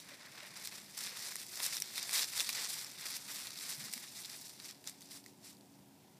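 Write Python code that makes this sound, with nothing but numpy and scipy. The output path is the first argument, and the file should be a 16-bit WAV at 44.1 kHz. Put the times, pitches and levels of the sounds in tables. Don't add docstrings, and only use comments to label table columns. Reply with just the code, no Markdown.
import sys
import numpy as np
from scipy import signal
from scipy.fft import rfft, irfft
from scipy.io import wavfile
from scipy.ndimage import uniform_filter1d

SR = 44100
rng = np.random.default_rng(int(sys.argv[2]) if len(sys.argv) > 2 else 0)


def nominal_scale(level):
    x = np.asarray(level, float) / 20
    return 10 ** x


def dump_mix(stems):
    frames = np.atleast_2d(stems).T
    limited = np.clip(frames, -1, 1)
    pcm = np.round(limited * 32767).astype(np.int16)
    wavfile.write(sys.argv[1], SR, pcm)


N = 272964


def rms_one(x):
    return x / np.sqrt(np.mean(x ** 2) + 1e-20)


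def in_time(rows):
    s, *columns = np.transpose(rows)
    return [np.interp(np.arange(N) / SR, s, column) for column in columns]


def drift(rate_hz):
    pole = np.exp(-2 * np.pi * rate_hz / SR)
    noise = rng.standard_normal(N + SR)
    settled = signal.lfilter([1], [1, -2 * pole, pole * pole], noise)[SR:]
    return rms_one(settled)


def ring(clicks, hz, t60_s):
    decay = nominal_scale(-60 / (t60_s * SR))
    turn = 2 * np.pi * hz / SR
    return signal.lfilter([0, np.sin(turn)], [1, -2 * decay * np.cos(turn), decay * decay], clicks + 1e-18)


def band(x, edges_hz):
    return signal.sosfilt(signal.butter(2, edges_hz, "band", fs=SR, output="sos"), x)


def colour(x, spectrum, size=8192):
    hz, level_db = np.transpose(spectrum)
    grid_hz = np.arange(size // 2 + 1) * SR / size + 1
    gain = nominal_scale(np.interp(np.log(grid_hz), np.log(hz), level_db))
    cepstrum = irfft(np.log(gain), size)
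    cepstrum[1:size // 2] *= 2
    cepstrum[size // 2 + 1:] = 0
    response = irfft(np.exp(rfft(cepstrum)), size)
    return signal.fftconvolve(x, response)[:N]


SPLIT_HZ = 3000, 7000


def thirds(deep, middle, fine):
    hz = np.arange(N // 2 + 1) * SR / N
    below = 1 / (1 + (hz / SPLIT_HZ[0]) ** 6)
    above = 1 - 1 / (1 + (hz / SPLIT_HZ[1]) ** 8)
    shares = [(deep, below), (middle, 1 - below - above), (fine, above)]
    return [irfft(rfft(x) * share, N) for x, share in shares]


# (frequency [Hz], level [dB per Hz])
WOOD_SPECTRUM = [(25, -44), (60, -26), (85, -15.5), (130, -5.5), (250, -8), (400, -13), (480, -16.5),
                 (700, -13.5), (980, -15.5), (1150, -25.5), (3000, -26.5), (6000, -28.5), (15500, -30.5)]
# (pitch [Hz], curve of (time [s], level [dB]))
ENGINE_DRONES = [
    (199, [(0, -86), (.8, -63), (1.4, -92), (3.2, -73), (4.5, -79.5), (5, -67.5), (6.19, -67.5)]),
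    (281, [(0, -63), (.4, -86), (2.6, -74), (3.5, -66.5), (4.2, -75.5), (4.9, -65.5), (5.75, -60.5), (6.19, -75)]),
    (368, [(0, -110), (1.4, -70), (2.4, -75), (3.5, -77), (5.3, -69.5), (6.19, -75)]),
]


def distance():
    out = nominal_scale(-62 - 1.5) * rms_one(colour(rng.standard_normal(N), WOOD_SPECTRUM))
    rumble = band(band(rng.standard_normal(N), (105, 260)), (105, 260))
    out += nominal_scale(-74.0 + 3.6 * drift(7.9)) * rms_one(rumble)
    for hz, curve in ENGINE_DRONES:
        phase = 2 * np.pi * np.cumsum(hz + 3.106 * drift(5.37)) / SR
        level_db = in_time(curve)[0] - 1.5 + 2.0 * drift(6.7)
        out += nominal_scale(level_db) * np.sin(phase)
    return out


# (time [s], rustle at 3-7 kHz [dB], deep crunch over it [dB])
GRASS_BRUSH = [(0, -61.5, -3.5), (.18, -62.5, 3), (.5, -58.5, 2), (.92, -59, -4.5), (1.14, -52, -1.5),
               (1.47, -55.5, -9), (1.88, -52, -6.5), (2.3, -48.5, -8), (2.8, -51, -2.5),
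               (2.95, -55.5, -6.5), (3.7, -52.5, -4.5), (4.12, -55.5, -8.5), (4.55, -60, -7),
               (4.78, -67.5, -8), (5.3, -74, -12), (5.6, -75, -13), (6.19, -75, -3)]
# (full weight time [s], hold [s], crackle at 3-7
# kHz [dB], deep crunch over it [dB])
PAW_STEPS = [(0, 0.012, -57.5, -17), (.09, .045, -57.5, 1.5), (.21, 0.055, -63, 2), (.36, 0.11, -58.5, 3),
             (.565, 0.05, -53.5, -1.5), (.65, 0.011, -47, -26), (.72, 0.069, -53, -3.5),
             (.94, .015, -60, -3), (.98, .1, -46.5, -5.5), (1.17, .07, -50, -7),
             (1.25, 0.066, -47.5, -4.5), (1.39, 0.035, -50, -9), (1.52, 0.096, -49.5, -8.5),
             (1.595, 0.016, -48.5, -1), (1.635, 0.024, -38, -10), (1.685, 0.032, -47, -8),
             (1.73, 0.037, -43, -9), (1.96, 0.033, -44.5, -6.5), (2.0, .1, -49, -4.5),
             (2.137, 0.073, -35, -7.5), (2.2, 0.04, -46, -3.5), (2.335, 0.023, -48.5, -4.5),
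             (2.375, 0.035, -39.5, -6), (2.44, 0.082, -47, -8), (2.55, 0.1, -43, -3.5),
             (2.695, 0.028, -44, -12), (2.74, 0.083, -48, -8),
             (2.994, .05, -51, -4), (3.061, 0.04, -44.5, -5), (3.116, 0.017, -51, -7),
                 (3.147, 0.014, -43.5, -7), (3.286, 0.12, -48, -6.5), (3.42, .06, -52, -5),
                 (3.587, 0.14, -49, -8.5), (3.698, 0.024, -45.5, -7.5), (3.8, 0.07, -50.5, -5.5),
                 (3.922, 0.055, -52.5, -9), (4.01, 0.041, -55.5, -3.5), (4.162, 0.094, -51.5, -11.5),
                 (4.299, 0.056, -52, -5), (4.39, .11, -56, -12), (4.595, 0.032, -60.5, -6),
                 (4.644, 0.052, -52, -6), (4.876, 0.013, -50.5, -6), (4.927, 0.038, -66.5, -6),
                 (5.006, 0.071, -63, -9), (5.114, 0.061, -54, -8.5), (5.255, 0.045, -65.5, -11),
                 (5.444, 0.064, -57, -7.5), (5.745, .01, -73, -7)]


def tread():
    press_db_per_s, lift_db_per_s = 529, 376
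    hop = 44
    t = np.arange(0, N, hop) / SR
    brush_db, brush_deep_db = np.array(in_time(GRASS_BRUSH))[:, ::hop]
    power, deep = nominal_scale(2 * brush_db), nominal_scale(2 * (brush_db + brush_deep_db))
    for s, hold_s, crackle_db, crunch_db in PAW_STEPS:
        press_db = press_db_per_s * np.maximum(s - t, 0)
        lift_db = lift_db_per_s * np.maximum(t - s - hold_s, 0)
        step = nominal_scale(2 * (crackle_db - press_db - lift_db))
        power = power + step
        deep = deep + step * nominal_scale(2 * crunch_db)
    curves = np.transpose([t, 10 * np.log10(power), 10 * np.log10(deep / power)])
    level_db, deep_db = in_time(curves)
    fine_db = -2.5 - 0.34 * deep_db
    return level_db, deep_db, fine_db


def crackle(per_s, spread_db, clump_db, patchy_db, cycles, count=14):
    sizes = nominal_scale(spread_db * np.minimum(rng.exponential(1, N), 3.8)) * rng.choice([-1, 1], N)
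    born = rng.random(N) < per_s * nominal_scale(clump_db * drift(45)) / SR
    dealt = rng.integers(0, count, N)
    out = np.zeros(N)
    for k, hz in enumerate(np.geomspace(500, 15000, count)):
        leaf = rms_one(ring(sizes * born * (dealt == k), hz, cycles / hz))
        out += leaf * np.sqrt(hz) * nominal_scale(patchy_db * drift(17.7))
    return out


# (frequency [Hz], level [dB per Hz])
LEAF_SPECTRUM = [(250, -26), (400, -14.5), (700, -12.5), (1100, -8.5), (1500, -7), (1950, -2), (2900, -4),
                 (3800, -3), (5000, 0.5), (6200, -1.5), (6900, -2), (8000, -4), (11500, -4.5),
                 (15500, -10.5)]


def litter(level_db, deep_db, fine_db):
    rub = rng.standard_normal(N) * nominal_scale(2.0 * drift(42))
    breaks = crackle(per_s=6000, spread_db=0.0, clump_db=3.5, patchy_db=4.5, cycles=3.6)
    bed = colour(rms_one(breaks) + 0.55 * rub, LEAF_SPECTRUM)
    steady = bed / np.sqrt(uniform_filter1d(bed ** 2, size=2200))
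    deep, middle, fine = map(rms_one, thirds(steady, steady, steady))
    return nominal_scale(level_db - 1.98) * (nominal_scale(deep_db) * deep + middle + nominal_scale(fine_db) * fine)


SMALL_DEEP_DB = -5


def small_snaps(level_db, count=60):
    s, size, pitch, weight = rng.uniform(0, 1, (count, 4)).T
    s = s * 5.4
    peak_db = level_db[(s * SR).astype(int)] + 11 + 4 * (2 * size - 1)
    ring_hz = 3500 * nominal_scale(8 * pitch)
    return np.transpose([s, peak_db, ring_hz, SMALL_DEEP_DB + 9 * (2 * weight - 1)])


# (time [s], peak [dB], ring [Hz], deep part [dB])
CLEAR_SNAPS = [(0.0009, -37, 4020, -11), (0.4324, -41, 4200, 10), (0.6495, -29, 4700, -19),
               (0.6732, -28.5, 8800, -2), (1.321, -33, 2160, 5), (0.9759, -34, 7300, 4),
               (1.0073, -31, 7400, -3), (1.0374, -30, 5530, -6), (1.0744, -36, 4000, 10),
               (1.1709, -29, 4760, -10), (1.3564, -30, 9700, 7), (1.6024, -28.5, 4200, 9),
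               (1.6639, -21.5, 7900, -12), (1.768, -24.5, 5870, -1), (1.8011, -30, 9600, -11),
               (1.8212, -18.5, 5860, -6), (1.8744, -33, 4620, -11), (1.9796, -23.5, 6300, 0),
               (2.0288, -25.5, 7500, -20), (2.093, -25.5, 4600, 6.5), (2.1355, -39, 5300, -11),
               (2.1927, -15, 4000, -13), (2.2433, -24.5, 6500, 0), (2.3356, -29, 4700, -6),
               (2.3775, -24, 6740, 0), (2.3977, -17, 4370, -6), (2.4047, -12.5, 3530, -7),
               (2.4914, -21.5, 7050, 4), (2.4947, -26.5, 2760, 5.5), (2.4997, -22, 4000, -16),
               (2.6346, -31, 4830, -2), (2.689, -34, 7000, -12), (2.7409, -23, 3850, -19),
                 (2.8457, -31, 5600, -3), (2.988, -36, 4700, -15), (3.1549, -34, 5640, -9),
                 (3.4705, -26, 4300, -11), (3.5057, -28, 4100, -12), (3.7254, -37, 5300, -14),
                 (3.7474, -31, 4670, -14), (3.9278, -32, 8300, -3), (3.9366, -28, 9160, 4.5),
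                 (3.9396, -29, 6000, -16), (3.9645, -41, 7800, -13), (3.9779, -31.5, 5440, 3.5),
                 (4.299, -34, 5600, -8), (4.2575, -36, 7900, -6), (4.494, -38, 7150, -11),
                 (4.6, -36, 4600, 2), (4.71, -30.5, 3580, -26), (4.8417, -38.5, 4870, 0),
                 (4.858, -46, 4530, -19), (4.874, -28.5, 7200, 4), (5.0082, -44, 8540, -8),
                 (5.0246, -42.5, 4600, -2), (5.11, -37, 5000, -8), (5.262, -40, 7760, 9),
                 (5.5492, -51, 5200, -15), (5.5689, -48, 4900, -14), (5.6094, -47, 4600, -10)]
# (time [s], peak [dB], ring [Hz])
SETTLING_TICKS = [(.0197, -47, 6000), (0.137, -44, 2420), (.2612, -42, 4100), (0.3226, -38, 3700),
                  (.5663, -39, 4750), (.5978, -38, 3970), (.8973, -40, 4720), (1.093, -34, 5300),
                  (1.3652, -31, 7200), (1.4656, -38.5, 7800), (1.5566, -33, 7600), (1.6305, -31, 5500),
                  (1.842, -33, 4900), (2.4448, -31, 4600), (2.477, -32, 4600), (2.5295, -28, 6860),
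                  (3.3716, -32, 3920), (3.5575, -34, 4500), (3.5882, -31, 4900), (3.8597, -39, 4930),
                  (4.3616, -47, 4500), (4.451, -48, 6400), (4.6906, -40, 5600), (4.7465, -46, 5100),
                  (4.8955, -35, 8850), (5.0183, -40, 6800), (5.0354, -51, 5800), (5.0586, -48, 8450),
                  (5.089, -46, 7900), (5.2407, -46, 5300)]


def snaps(small):
    t = np.arange(512) / SR
    trains = np.zeros((3, N + len(t)))
    ticks = [(*tick, SMALL_DEEP_DB) for tick in SETTLING_TICKS]
    for s, peak_db, hz, deep_db in [*CLEAR_SNAPS, *ticks, *small]:
        fine_db = 10.5 * np.log2(hz / 6000)
        splinter = .6 * nominal_scale(-60 * t / .007) + .1 * nominal_scale(-60 * t / .02)
        burst = rng.standard_normal(len(t)) * splinter
        burst[0] = np.sign(burst[0])
        burst += .12 * ring(burst, hz, .0045)
        burst /= np.linalg.norm(burst)
        at = round(s * SR)
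        parts_db = np.array([[deep_db], [0], [fine_db]])
        trains[:, at:at + len(t)] += nominal_scale(peak_db + 15.5 + parts_db) * burst
    trains = signal.lfilter(*signal.butter(1, 900, "high", fs=SR), trains)
    return sum(thirds(*[colour(train, LEAF_SPECTRUM) for train in trains]))


# (time [s], peak [dB], pitch [Hz])
SOFT_PUSHES = [
    (.114, -44, 580),
    (.425, -44, 613),
    (1.12, -47, 510),
    (1.6, -60, 800),
    (3.775, -45, 152),
    (3.809, -46.5, 211),
    (3.826, -48, 136),
    (3.849, -46, 221),
    (3.889, -50, 201),
    (3.957, -44, 237),
]


def wind():
    out, t = np.zeros(N), np.arange(2000) / SR
    for s, peak_db, hz in SOFT_PUSHES:
        at, rise_s = round(s * SR), 0.0016 + 0.8 / hz
        swell = t / rise_s * np.exp(1 - t / rise_s) * np.hanning(len(t)) ** 0.52
        out[at:at + len(t)] += nominal_scale(peak_db) * swell * np.sin(2 * np.pi * hz * t)
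    return out


# (frequency [Hz], level [dB])
GROUND_DIPS = [(2300, 0), (3100, -4), (3650, 1.5), (4300, 0), (6000, 0), (6700, -5), (7200, .5), (9700, 1),
               (11300, -3), (12300, 0), (14000, 0), (15200, -4)]


def scene():
    paws = tread()
    near = litter(*paws) + snaps(small_snaps(paws[0]))
    near = colour(near, GROUND_DIPS)
    echo = np.roll(band(near, (800, 6000)), round(0.0096 * SR))
    return (near + nominal_scale(-17.5) * echo + distance() + wind())[None]


def top_cut(x):
    return signal.sosfilt(signal.butter(12, 16500, fs=SR, output="sos"), x)


def record(dry):
    no_bass = signal.sosfilt(signal.butter(1, 60, "high", fs=SR, output="sos"), dry)
    cut = signal.sosfilt(signal.ellip(10, .5, 42, 15270, fs=SR, output="sos"), no_bass)
    return top_cut(cut)


dry = scene()
out = record(dry)
dump_mix(out)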